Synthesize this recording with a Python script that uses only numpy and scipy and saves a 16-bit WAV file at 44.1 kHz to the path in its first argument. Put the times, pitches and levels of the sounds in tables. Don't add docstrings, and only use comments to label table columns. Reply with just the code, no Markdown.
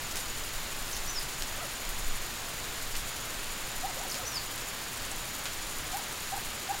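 import sys
import numpy as np
from scipy import signal
from scipy.fft import rfft, irfft
from scipy.io import wavfile
from scipy.ndimage import uniform_filter1d

SR = 44100
rng = np.random.default_rng(int(sys.argv[2]) if len(sys.argv) > 2 else 0)


def log_audio(samples):
    frames = np.atleast_2d(samples).T
    limited = np.clip(frames, -1, 1)
    pcm = np.round(limited * 32767).astype(np.int16)
    wavfile.write(sys.argv[1], SR, pcm)


N = 299880
TIME = np.arange(N) / SR

# (frequency [Hz], relative level [dB per Hz])
WASH_COLOUR = [(88, -22), (150, -1), (382, -1), (421, -1.5), (512, -1.5), (713, -0.5), (1360, 0.5),
               (2300, -1), (4370, -2.5), (5740, -6), (6450, -3.5), (6840, -9), (7530, -6.5), (12500, -10.5),
               (15800, -11)]
# (frequency [Hz], relative level [dB per Hz])
PATTER_COLOUR = [(500, -29.5), (2000, -20), (4500, -1), (7000, 3), (9500, 2.5), (11000, -1), (12500, 2),
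                 (14000, -8), (16000, -3)]
# (sweeps [per s], sharpness of the sweep [no unit], level [dB])
SPRINKLER_HEADS = [(21.43, 3.6, -51.5), (11.84, 2, -50), (13.17, 2.4, -55)]
# (ring [Hz], width [Hz])
LEAF_RINGS = [(4500, 2800), (7500, 1500), (10000, 1000), (12500, 3700), (15000, 3800)]
# (time
# [s], tick peak [dB], centre [Hz], splash level at its start [dB])
FAT_DROPS = [(.1576, -17, 5500, -40), (.1697, -16, 5000, -34), (.913, -24, 8500, -37.5),
             (.966, -25, 4500, -41), (1.211, -23, 5000, -39.5), (1.4232, -12.5, 4000, -39.5),
             (1.8914, -17.5, 14000, -40), (2.9537, -18, 3600, -37.5), (2.9665, -20, 8500, -37.5),
             (4.1442, -16.5, 4000, -37.5), (4.154, -20, 6000, -42), (4.579, -23, 6000, -43.5),
             (5.051, -22, 6500, -40), (5.4562, -16.5, 2800, -34.5), (5.921, -23, 5000, -38.5),
             (5.97, -23, 9500, -37)]
# (start [s], rise [s], fall [s], top pitch [Hz], end pitch [Hz], level before force [dB])
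WHISTLE_NOTES = [(.927, 0.0098, 0.017, 6400, 4620, -36), (.965, .004, 0.0102, 6800, 4500, -40),
                 (1.064, .039, .093, 6040, 4570, -36.5), (4.097, .012, 0.015, 6340, 4140, -36.5),
                 (4.247, .032, .110, 6050, 4302, -35.5)]
# (share of its length [0 to 1], added level [dB])
WHISTLE_FORCE_CURVE = [(0, -7.5), (.24, 3), (.5, -10.5), (.68, -4), (.85, 2), (1, 1.5)]
WHISTLE_CURVE = (2.5, 1.8)
# (start [s], rise [s], fall [s], foot pitch [Hz], top pitch [Hz], level before accent [dB],
# accent [dB], overtone level before the throat [dB])
HOOT_NOTES = [(1.574, 0.052, 0.04, 501, 726, -42.5, -3, -38.5),
              (3.82, 0.056, 0.042, 565, 955, -41, 8.5, -44), (3.96, 0.079, .042, 419, 955, -41, -1, -46),
              (4.147, .054, 0.051, 443, 750, -45, 1, -40), (5.921, 0.06, .029, 608, 970, -43.5, 10, -38),
              (6.316, 0.043, 0.03, 661, 941, -39.5, 6.5, -39),
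              (6.684, 0.049, 0.025, 675, 930, -38.5, 8.5, -37)]
HOOT_PITCH_ARCH = [(0, 0), (.3, .42), (.62, .55), (.82, .86), (1, 1), (1.35, .65), (2, 0)]
# (frequency [Hz], added level [dB])
THROAT_RESONANCE = [(1000, -13), (1200, -9.5), (1340, -4), (1450, -10), (1700, -15.5)]
# (pitch [Hz], typical pitch wander [Hz], pulses [per s], level before swells [dB])
INSECT_VOICES = [(6940, 42.2, 19.4, -55), (6980, 70, 17, -53.5), (7050, 100, 94, -54)]
# (frequency [Hz], relative level [dB per Hz])
RUMBLE_COLOUR = [(3, -13), (8, -5), (11, -1.5), (16, -1), (22, -6.5), (30, -11), (45, -19), (60, -17.5),
                 (90, -21.5), (125, -20), (180, -32.5), (300, -34), (1000, -84)]
# (time [s], level [dB])
BREEZE_STRENGTH = [(0.0, -44.5), (1.59, -41.5), (1.66, -50), (2.05, -32), (2.33, -45), (2.9, -44),
                   (2.93, -32), (3.05, -45), (3.39, -40.5), (4.75, -49.5), (4.85, -57), (5.13, -35.5),
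                   (5.3, -55), (5.79, -40), (6.04, -51), (6.51, -43.5), (6.65, -58), (6.8, -48)]


def mist(hiss_db=-38.2, treble_db=-1.5, swell_db=0.07):
    hiss = colour(rng.standard_normal(N), WASH_COLOUR)
    treble_filter = signal.butter(2, 5500, "high", fs=SR, output="sos")
    treble = signal.sosfiltfilt(treble_filter, hiss)
    softened = hiss + (amp(treble_db) - 1) * treble
    return amp(hiss_db + swell_db * drift(3.2)) * softened


def sprinklers(drops_per_s=1400, spread_db=5.0, wander_turns=.12, surge=0.42):
    out = np.zeros(N)
    for sweeps_per_s, sharpness, db in SPRINKLER_HEADS:
        turns = sweeps_per_s * TIME + rng.random() + wander_turns * drift(.5)
        shower = np.exp(sharpness * np.cos(2 * np.pi * turns) + surge * drift(5))
        per_s = drops_per_s * shower / shower.mean()
        ticks = sum(band(droplets(per_s, spread_db), hz, width_hz) for hz, width_hz in LEAF_RINGS)
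        out += amp(db) * colour(ticks, PATTER_COLOUR)
    return out


def drips(stray_per_s=2, stray_tick_db=-23, stray_splash_db=-48, low_hz=5000, high_hz=12000):
    out = np.zeros(N)
    for start, *drop in FAT_DROPS:
        add(out, start, drip(*drop))
    for when, leaf in rng.random((round(stray_per_s * N / SR), 2)):
        leaf_hz = low_hz + (high_hz - low_hz) * leaf
        add(out, when * N / SR, drip(stray_tick_db, leaf_hz, stray_splash_db))
    return out


def drip(tick_db, hz, splash_db, splash_per_s=7000, decay_s=.022):
    t = np.arange(SR // 8) / SR
    leaf = signal.butter(1, [hz / 2, min(hz * 1.6, 18000)], "band", fs=SR)
    tick = signal.lfilter(*leaf, signal.unit_impulse(len(t)))
    fragments = droplets(np.full(len(t), splash_per_s), 2.2)
    splash = evened(signal.lfilter(*leaf, fragments)) * np.exp(-t / decay_s)
    return amp(tick_db) * tick / abs(tick).max() + amp(splash_db) * splash


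def droplets(per_s, spread_db):
    size = amp(spread_db * np.minimum(rng.exponential(1, len(per_s)), 6))
    sign = rng.choice([-1, 1], len(per_s))
    lands = rng.random(len(per_s)) < per_s / SR
    return size * sign * lands


def birds(whistle_echo_db=-7, hoot_echo_db=-13):
    whistles, hoots = small_bird(), far_bird()
    out = whistles + hoots + trees(amp(whistle_echo_db) * whistles + amp(hoot_echo_db) * hoots)
    add(out, .00393, amp(-8) * whistles + amp(-4.5) * hoots)
    add(out, .029, amp(-16) * hoots)
    return out


def small_bird(flutter_db=2, foot=.82):
    out = np.zeros(N)
    rise_power, fall_power = WHISTLE_CURVE
    for start, rise_s, fall_s, top_hz, end_hz, db in WHISTLE_NOTES:
        t = np.arange(0, rise_s + fall_s, 1 / SR)
        climb_left = np.clip(1 - t / rise_s, 0, 1)
        fall = np.clip((t - rise_s) / fall_s, 0, 1)
        hz = top_hz * (1 - (1 - foot) * climb_left ** rise_power)
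        hz = hz + (end_hz - top_hz) * fall ** fall_power
        force_db = np.interp(t / t[-1], *np.transpose(WHISTLE_FORCE_CURVE))
        flutter = evened(band(rng.standard_normal(len(t)), 0, 86))
        level = amp(db + force_db + flutter_db * flutter)
        tone = np.sin(waver(hz, jitter=0.007))
        add(out, start, level * signal.windows.tukey(len(t), .1) * tone)
    return out


def far_bird(accent_at=0.51, accent_s=0.011):
    out = np.zeros(N)
    for start, rise_s, fall_s, foot_hz, top_hz, db, accent_db, overtone_db in HOOT_NOTES:
        t = np.arange(0, rise_s + fall_s, 1 / SR)
        stage = np.interp(t, [0, rise_s, rise_s + fall_s], [0, 1, 2])
        arch = np.interp(stage, *np.transpose(HOOT_PITCH_ARCH))
        hz = foot_hz + (top_hz - foot_hz) * arch
        push = np.exp(-.5 * ((t - accent_at * rise_s) / accent_s) ** 2)
        phase = waver(hz, jitter=.008)
        main_tone = amp(db + accent_db * push) * np.sin(phase)
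        overtone = amp(overtone_db + read(THROAT_RESONANCE, 2 * hz)) * np.sin(2 * phase)
        add(out, start, (main_tone + overtone) * signal.windows.tukey(len(t), .25))
    return out


def waver(hz, jitter):
    shake = evened(band(rng.standard_normal(len(hz)), 0, 79.0))
    return 2 * np.pi * np.cumsum(hz * (1 + jitter * shake)) / SR


def trees(x, t60=0.19, first_s=0.011):
    t = np.arange(SR // 2) / SR
    hits = rng.standard_normal(len(t)) * (rng.random(len(t)) < 1500 / SR)
    taps = hits * (t > first_s) * amp(-60 * t / t60)
    return signal.fftconvolve(x, taps / np.linalg.norm(taps))[:N]


def insects(swell_db=1, pulse_sharpness=.9, wander_rate_hz=35):
    out = np.zeros(N)
    for hz, wander_hz, pulses_per_s, db in INSECT_VOICES:
        turns = pulses_per_s * TIME + rng.random() + .1 * drift(.5)
        pulse = np.exp(pulse_sharpness * np.cos(2 * np.pi * turns))
        pitch_hz = hz + wander_hz * drift(wander_rate_hz)
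        wing = np.sin(2 * np.pi * np.cumsum(pitch_hz) / SR)
        out += amp(db + swell_db * drift(2.2)) * evened(wing * pulse)
    return out


def air(lift_db=2, steady_db=-41):
    rumble = colour(rng.standard_normal(N), RUMBLE_COLOUR)
    deep = signal.sosfiltfilt(signal.butter(3, 52, fs=SR, output="sos"), rumble)
    breeze_db = np.interp(TIME, *np.transpose(BREEZE_STRENGTH))
    breeze_db = uniform_filter1d(breeze_db, size=8000)
    return amp(lift_db + breeze_db) * deep + amp(steady_db) * (rumble - deep)


def amp(db):
    return 10 ** (np.asarray(db) / 20)


def evened(x):
    return x / np.sqrt(np.mean(x ** 2) + 1e-20)


def read(points, hz):
    f, db = np.transpose(points)
    return np.interp(np.log(hz + 1), np.log(f + 1), db)


def colour(x, points):
    f = np.fft.rfftfreq(len(x), 1 / SR)
    return evened(irfft(rfft(x) * amp(read(points, f)), len(x)))


def band(x, hz, width_hz):
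    f = np.fft.rfftfreq(len(x), 1 / SR)
    return irfft(rfft(x) * np.exp(-.5 * ((f - hz) / width_hz) ** 2), len(x))


def drift(rate_hz):
    return evened(band(rng.standard_normal(N), 0, rate_hz))


def add(mix, start_s, sound):
    part = mix[round(start_s * SR):][:len(sound)]
    part += sound[:len(part)]


def scene():
    mono = mist() + sprinklers() + drips() + birds() + insects() + air()
    return np.array([mono, mono])


def record(dry, edge_hz=15850):
    low_pass = signal.firwin(511, edge_hz, window=("kaiser", 9), fs=SR)
    return signal.oaconvolve(dry, low_pass[None], "same")


dry = scene()
out = record(dry)
log_audio(out)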